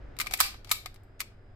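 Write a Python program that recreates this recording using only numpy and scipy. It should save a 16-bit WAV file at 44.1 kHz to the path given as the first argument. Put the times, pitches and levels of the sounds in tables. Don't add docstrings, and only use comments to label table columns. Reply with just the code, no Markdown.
import sys
import numpy as np
from scipy import signal
from scipy.fft import rfft, irfft, next_fast_len
from scipy.io import wavfile
from scipy.ndimage import uniform_filter1d

SR = 44100
rng = np.random.default_rng(int(sys.argv[2]) if len(sys.argv) > 2 else 0)


def generate_wav(sig):
    pcm = np.round(np.clip(np.atleast_2d(sig).T, -1, 1) * 32767).astype(np.int16)
    wavfile.write(sys.argv[1], SR, pcm)


N = 68355


def undb(db):
    return 10 ** (np.asarray(db) / 20)


def unit(x):
    return x / np.sqrt(np.mean(x ** 2) + 1e-20)


def decay(t, t60_s):
    return np.exp(-np.log(1000) * t / t60_s)


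def shape(x, db_at):
    n = 2 * next_fast_len(x.shape[-1])
    hz = np.arange(n // 2 + 1) * SR / n + 1
    cepstrum = irfft(np.log(undb(db_at(hz))))
    cepstrum[1:n // 2] *= 2
    cepstrum[n // 2 + 1:] = 0
    response = np.exp(rfft(cepstrum))
    return irfft(rfft(x, n) * response)[..., :x.shape[-1]]


def colour(x, points):
    hz, db = np.array(points).T
    return shape(x, lambda f: np.interp(np.log(f), np.log(hz), db))


LIKENESS = 0.3


def pair(three):
    return np.sqrt(LIKENESS) * three[0] + np.sqrt(1 - LIKENESS) * three[1:]


def add(out, x, start_s):
    i = int(start_s * SR)
    out[:, i:i + x.shape[1]] += x[:, :N - i]


# start_s, level_db, thud_db, clack_db, treble_db, left_minus_right_db,
# crack_decay_ms, room_send_db
LOCK_CONTACTS = [ (0.1663, -37, 1, 7.5, -10, -3, 1.6, 0), (0.1879, -23, 0, 1, 3, 9, 1.4, 7),
                 (.2000, -16, -16, 6.5, -5.5, 0, 3.4, -7), (0.2057, -14, -7.5, 3.5, 2, 4.5, 1.1, -26),
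                 (0.2129, -12, -7.5, 2, -4.5, 0, 1.3, -21), (0.243, -43.5, 8, 0.5, -18, -26, 1.5, -5),
                 (.2612, -34.5, 9.5, -1.5, -10, -26, 1.8, 1.5), (0.2685, -20, -2, 8, -6.5, 6, 2.1, -3),
                 (0.3104, -18.5, 7.5, -1.5, -6.5, 3, 0.99, 0), (.3195, -37.5, 8, 1.5, -7, -1.5, .8, -8),
                 (0.3226, -26.5, -6, -2, 3, 6, .8, 9), (0.337, -9, 1.5, 8.5, -1, 1.5, 1.3, -9.5),
                 (0.3746, -32, -11, -5, 9.5, 5.5, .9, 4), (0.4029, -2, 0.5, -3, 3.5, -3.5, 1.3, -6),
                 (.4090, -3, -4, -1, 0, -1, 1.3, 5.5), (0.543, -35.5, 12.5, 3, -15, -6.5, 1.5, -5.5),
                 (.6460, -29.5, -25.5, -4.5, -10.5, 6, 1.5, 1),
                 (.6715, -39, 15, -2.5, -11.5, 1.5, 4.4, 13.5), (.6930, -30.5, -15, 1, -4, 9, 1.5, -1.5),
                 (0.7135, -5, 0, -6.5, -2.5, 1, .8, -3.5), (0.7156, -4, -14.5, -1.5, 4, 1, 1.0, -2.5),
                 (0.8587, -19, 1.5, 4.5, -6.5, 3, 1.4, -6.5), (0.9427, -39.5, -5.5, -5, -2, 3, 1.0, -4),
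                 (0.9597, -42, 1.5, -1, -11, 0.5, 2.55, -5), (1.0341, -58, -18, 9, 9, 1, 0.81, 3),
                 (1.2034, -16.5, -12.5, 4, 0.5, 0, 2.4, -14.5), (1.2144, -22, -3.5, 2, -6.5, 5, 1.8, -9)]


def lock_contacts():
    direct, sent = np.zeros((2, N)), np.zeros((2, N))
    for start_s, level_db, thud_db, clack_db, treble_db, pan_db, crack_ms, room_db in LOCK_CONTACTS:
        sound = click(level_db, thud_db, clack_db, treble_db, crack_ms)
        balance = undb(np.array([[pan_db], [-pan_db]]) / 2)
        add(direct, sound * balance, start_s)
        add(sent, sound * undb(room_db), start_s)
    return direct, sent


THUD_HZ, CLACK_HZ, CLACK_WIDTH_HZ, TREBLE_HZ = 950, 2200, 490, 6500


def click(level_db, thud_db, clack_db, treble_db, crack_ms):
    t = np.arange(SR // 8) / SR
    rise = 1 - np.exp(-1000 * t / 0.48)
    sound = crack(t, rise, level_db, crack_ms) + ring(t) * rise

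    def tilt(f):
        thud = thud_db / (1 + (f / THUD_HZ) ** 6)
        clack = clack_db * np.exp(-((f - CLACK_HZ) / CLACK_WIDTH_HZ) ** 2)
        treble = treble_db / (1 + (TREBLE_HZ / f) ** 4)
        return thud + clack + treble
    return shape(undb(level_db) * sound, tilt)


# pitch_hz, gain_db
CRACK_COLOUR = [(100, -31), (400, -18.5), (750, -1.5), (1100, 1.5), (1600, 0.5), (2300, 6), (3100, 2),
                (4600, 6), (6300, -0.5), (8000, 1.5), (10300, -2), (12500, 5.5), (15000, -5.5),
                (16500, -19)]
CRACK_DB = -7.5
SHELL_DB, SHELL_DECAY_MS = -11.5, 8.1
SHELL_PER_DB = -0.04


def crack(t, rise, level_db, crack_ms):
    ms = 1000 * t
    shell = undb(SHELL_DB + SHELL_PER_DB * level_db) * np.exp(-ms / SHELL_DECAY_MS)
    fade = np.exp(-ms / crack_ms) + shell
    burst = pair(rng.standard_normal((3, len(t)))) * fade * rise
    evened = np.array([even(side) for side in burst])
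    return undb(CRACK_DB) * colour(evened, CRACK_COLOUR)


EVEN_HZ = 308


def even(x):
    def correction(f):
        power = abs(rfft(x, 2 * (len(f) - 1))) ** 2
        smooth = uniform_filter1d(power, max(1, int(EVEN_HZ / (f[1] - f[0]))))
        return -10 * np.log10(smooth / smooth.mean() + 1e-9)
    return shape(x, correction)


# pitch_hz, level_db, t60_s
BODY_MODES = [(742.5, -7.5, 0.041), (974, -9, 0.015), (1053, -4.5, .025), (1223, -2.5, 0.051),
              (1269, -2, .04), (1550, -8, .025), (2082, -2, .022), (2254, -1, 0.032), (2360, -4.5, .016),
              (3860, 1, 0.014), (4430, -7, 0.014), (4908, -2, 0.021), (7430, -3.5, 0.03),
              (12200, -2.5, 0.0023)]
# pitch_hz, level_db, t60_s
STEEL_MODES = [(4120, -15, .05), (6060, -12, 0.025), (5560, -22.5, 0.013), (8195, -15.5, 0.056),
               (9430, -16, 0.013), (10600, -8, 0.039), (13450, -8.5, .03), (13770, -15.5, 0.023),
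               (14960, -14.5, .035)]
RING_DB = -21.5
SCATTER_DB, DETUNE = 4.5, 0.013
MODE_SKEW_RAD = 1.13


def ring(t):
    total = 0
    for hz, db, t60_s in BODY_MODES + STEEL_MODES:
        pitch, size = rng.standard_normal(2)
        phases = 2 * np.pi * rng.random() + MODE_SKEW_RAD * rng.standard_normal((2, 1))
        wave = np.sin(2 * np.pi * hz * (1 + DETUNE * pitch) * t + phases)
        total = total + wave * undb(db + SCATTER_DB * size) * decay(t, t60_s)
    return undb(RING_DB) * total


# start_s, length_s, level_db (before swell and colour)
NOISE_SWELLS = [(0.2, .02, -39.5), (0.232, 0.04, -62), (0.332, 0.013, -26), (0.385, .017, -27),
                (0.692, 0.024, -35.5), (1.192, 0.0098, -40), (1.201, .012, -34)]


def noise_swells(direct, sent):
    for start_s, length_s, level_db in NOISE_SWELLS:
        sound = undb(level_db) * noise_swell(length_s)
        add(direct, sound, start_s)
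        add(sent, sound, start_s)


# pitch_hz, gain_db
SWELL_COLOUR = [(200, -26), (700, -5.5), (1200, -4), (1600, 0), (2100, 8.5), (3100, 0), (4600, -1),
                (6300, -3), (8000, -0.5), (11000, -7.5), (15000, -12.5), (16500, -26.5)]
TICKS_PER_S, TICK_SPREAD_DB = 22000, 1


def noise_swell(length_s):
    n = SR // 16
    t = np.arange(n) / SR
    sounding = rng.random(n) < TICKS_PER_S / SR
    ticks = sounding * undb(TICK_SPREAD_DB * rng.standard_normal(n))
    swell = t / length_s * (t < length_s)
    grains = unit(ticks * pair(rng.standard_normal((3, n))))
    return colour(grains * swell, SWELL_COLOUR)


# pitch_hz, gain_db
ROOM_COLOUR = [(150, -14.5), (600, -1), (1200, -8.5), (2500, -1), (4200, -1), (8000, -2.5), (13000, -4),
               (16000, -7.5)]
ROOM_DB, ROOM_BUILD_MS = -7.5, 16
ROOM_T60_S, ROOM_TREBLE_T60_S, ROOM_SPLIT_HZ = 0.3, 0.22, 5500


def room(x):
    t = np.arange(SR // 2) / SR
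    noise = rng.standard_normal((2, len(t)))
    split = signal.butter(2, ROOM_SPLIT_HZ, fs=SR, output="sos")
    low = signal.sosfiltfilt(split, noise)
    treble = noise - low
    tail = low * decay(t, ROOM_T60_S) + treble * decay(t, ROOM_TREBLE_T60_S)
    tail = tail * (1 - np.exp(-1000 * t / ROOM_BUILD_MS))
    answer = colour(unit(tail) / np.sqrt(len(t)), ROOM_COLOUR)
    return undb(ROOM_DB) * signal.fftconvolve(x, answer, axes=1)[:, :N]


# pitch_hz, side_minus_mid_db
STEREO_WIDTH = [(150, -11), (600, -1), (1200, 0), (2500, 3.5), (5000, 2), (10000, 0.5)]
# pitch_hz, left_minus_right_db
MIC_PORTS = [(400, -0.5), (750, -3), (1200, -6.5), (2200, 3), (5000, 2.5), (9500, 6.5), (12600, -3.5),
             (15000, -6)]


def microphones(x):
    mid = colour((x[0] + x[1]) / 2, [(hz, -db / 2) for hz, db in STEREO_WIDTH])
    side = colour((x[0] - x[1]) / 2, [(hz, db / 2) for hz, db in STEREO_WIDTH])
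    channels = []
    for sign in (1, -1):
        port = [(hz, sign * db / 2) for hz, db in MIC_PORTS]
        channels.append(colour(mid + sign * side, port))
    return np.array(channels)


# pitch_hz, gain_db
GRIP_COLOUR = [(60, -11.5), (180, -2), (450, -2), (900, -13.5), (1600, -13), (3000, -25.5), (6000, -37),
               (12000, -61.5)]
GRIP_DB, GRIP_HOLD_S, GRIP_SETTLE_S = -55, 0.31, 0.24


def grip():
    rustle = unit(colour(pair(rng.standard_normal((3, N))), GRIP_COLOUR))
    since_hold_s = np.maximum(np.arange(N) / SR - GRIP_HOLD_S, 0)
    return undb(GRIP_DB) * rustle * np.exp(-since_hold_s / GRIP_SETTLE_S)


HANDLING_DB, HANDLING_FADE_DB_PER_S, HANDLING_HZ = -43.5, 19.5, 41


def handling(t):
    edges_hz = [HANDLING_HZ / 2, HANDLING_HZ * 1.5]
    band = signal.butter(2, edges_hz, "bandpass", fs=SR, output="sos")
    rumble = unit(signal.sosfilt(band, rng.standard_normal(N)))
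    return rumble * undb(HANDLING_DB - HANDLING_FADE_DB_PER_S * t)


# pitch_hz, level_db (rms)
HUM_TONES = [(30, -57.5), (97, -59.5), (120, -64), (344, -83), (388, -72.5), (4974, -86.5)]


def hum(t):
    total = 0
    for hz, db in HUM_TONES:
        total = total + np.sqrt(2) * undb(db) * np.sin(2 * np.pi * (hz * t + rng.random()))
    return total


# (per Hz, relative)
FLOOR_COLOUR = [(20, -2), (45, -4.5), (70, -6.5), (105, -8.5), (145, -20.5), (200, -16), (400, -21.5),
                (660, -22.5), (1000, -32), (1570, -28.5), (2500, -40.5), (3700, -47.5), (5000, -50),
                (5800, -60.5), (8200, -58), (9800, -68.5), (14000, -67), (16000, -79)]
FLOOR_DB, FLOOR_WIDE_HZ = -54, 450


def room_floor():
    mid, side = unit(colour(rng.standard_normal((2, N)), FLOOR_COLOUR))
    side = shape(side, lambda f: 20 * np.log10(f / (f + FLOOR_WIDE_HZ)))
    return undb(FLOOR_DB) * (mid + side * np.array([[1], [-1]]))


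def background():
    t = np.arange(N) / SR
    return room_floor() + hum(t) + handling(t)


def scene():
    direct, sent = lock_contacts()
    noise_swells(direct, sent)
    return microphones(direct + room(sent)) + grip() + background()


CEILING, TOP_HZ = 0.85, 16000


def record(dry):
    rounded = CEILING * np.tanh(dry / CEILING)
    low_pass = signal.ellip(8, .2, 70, TOP_HZ, fs=SR, output="sos")
    return signal.sosfilt(low_pass, rounded)


dry = scene()
out = record(dry)
generate_wav(out)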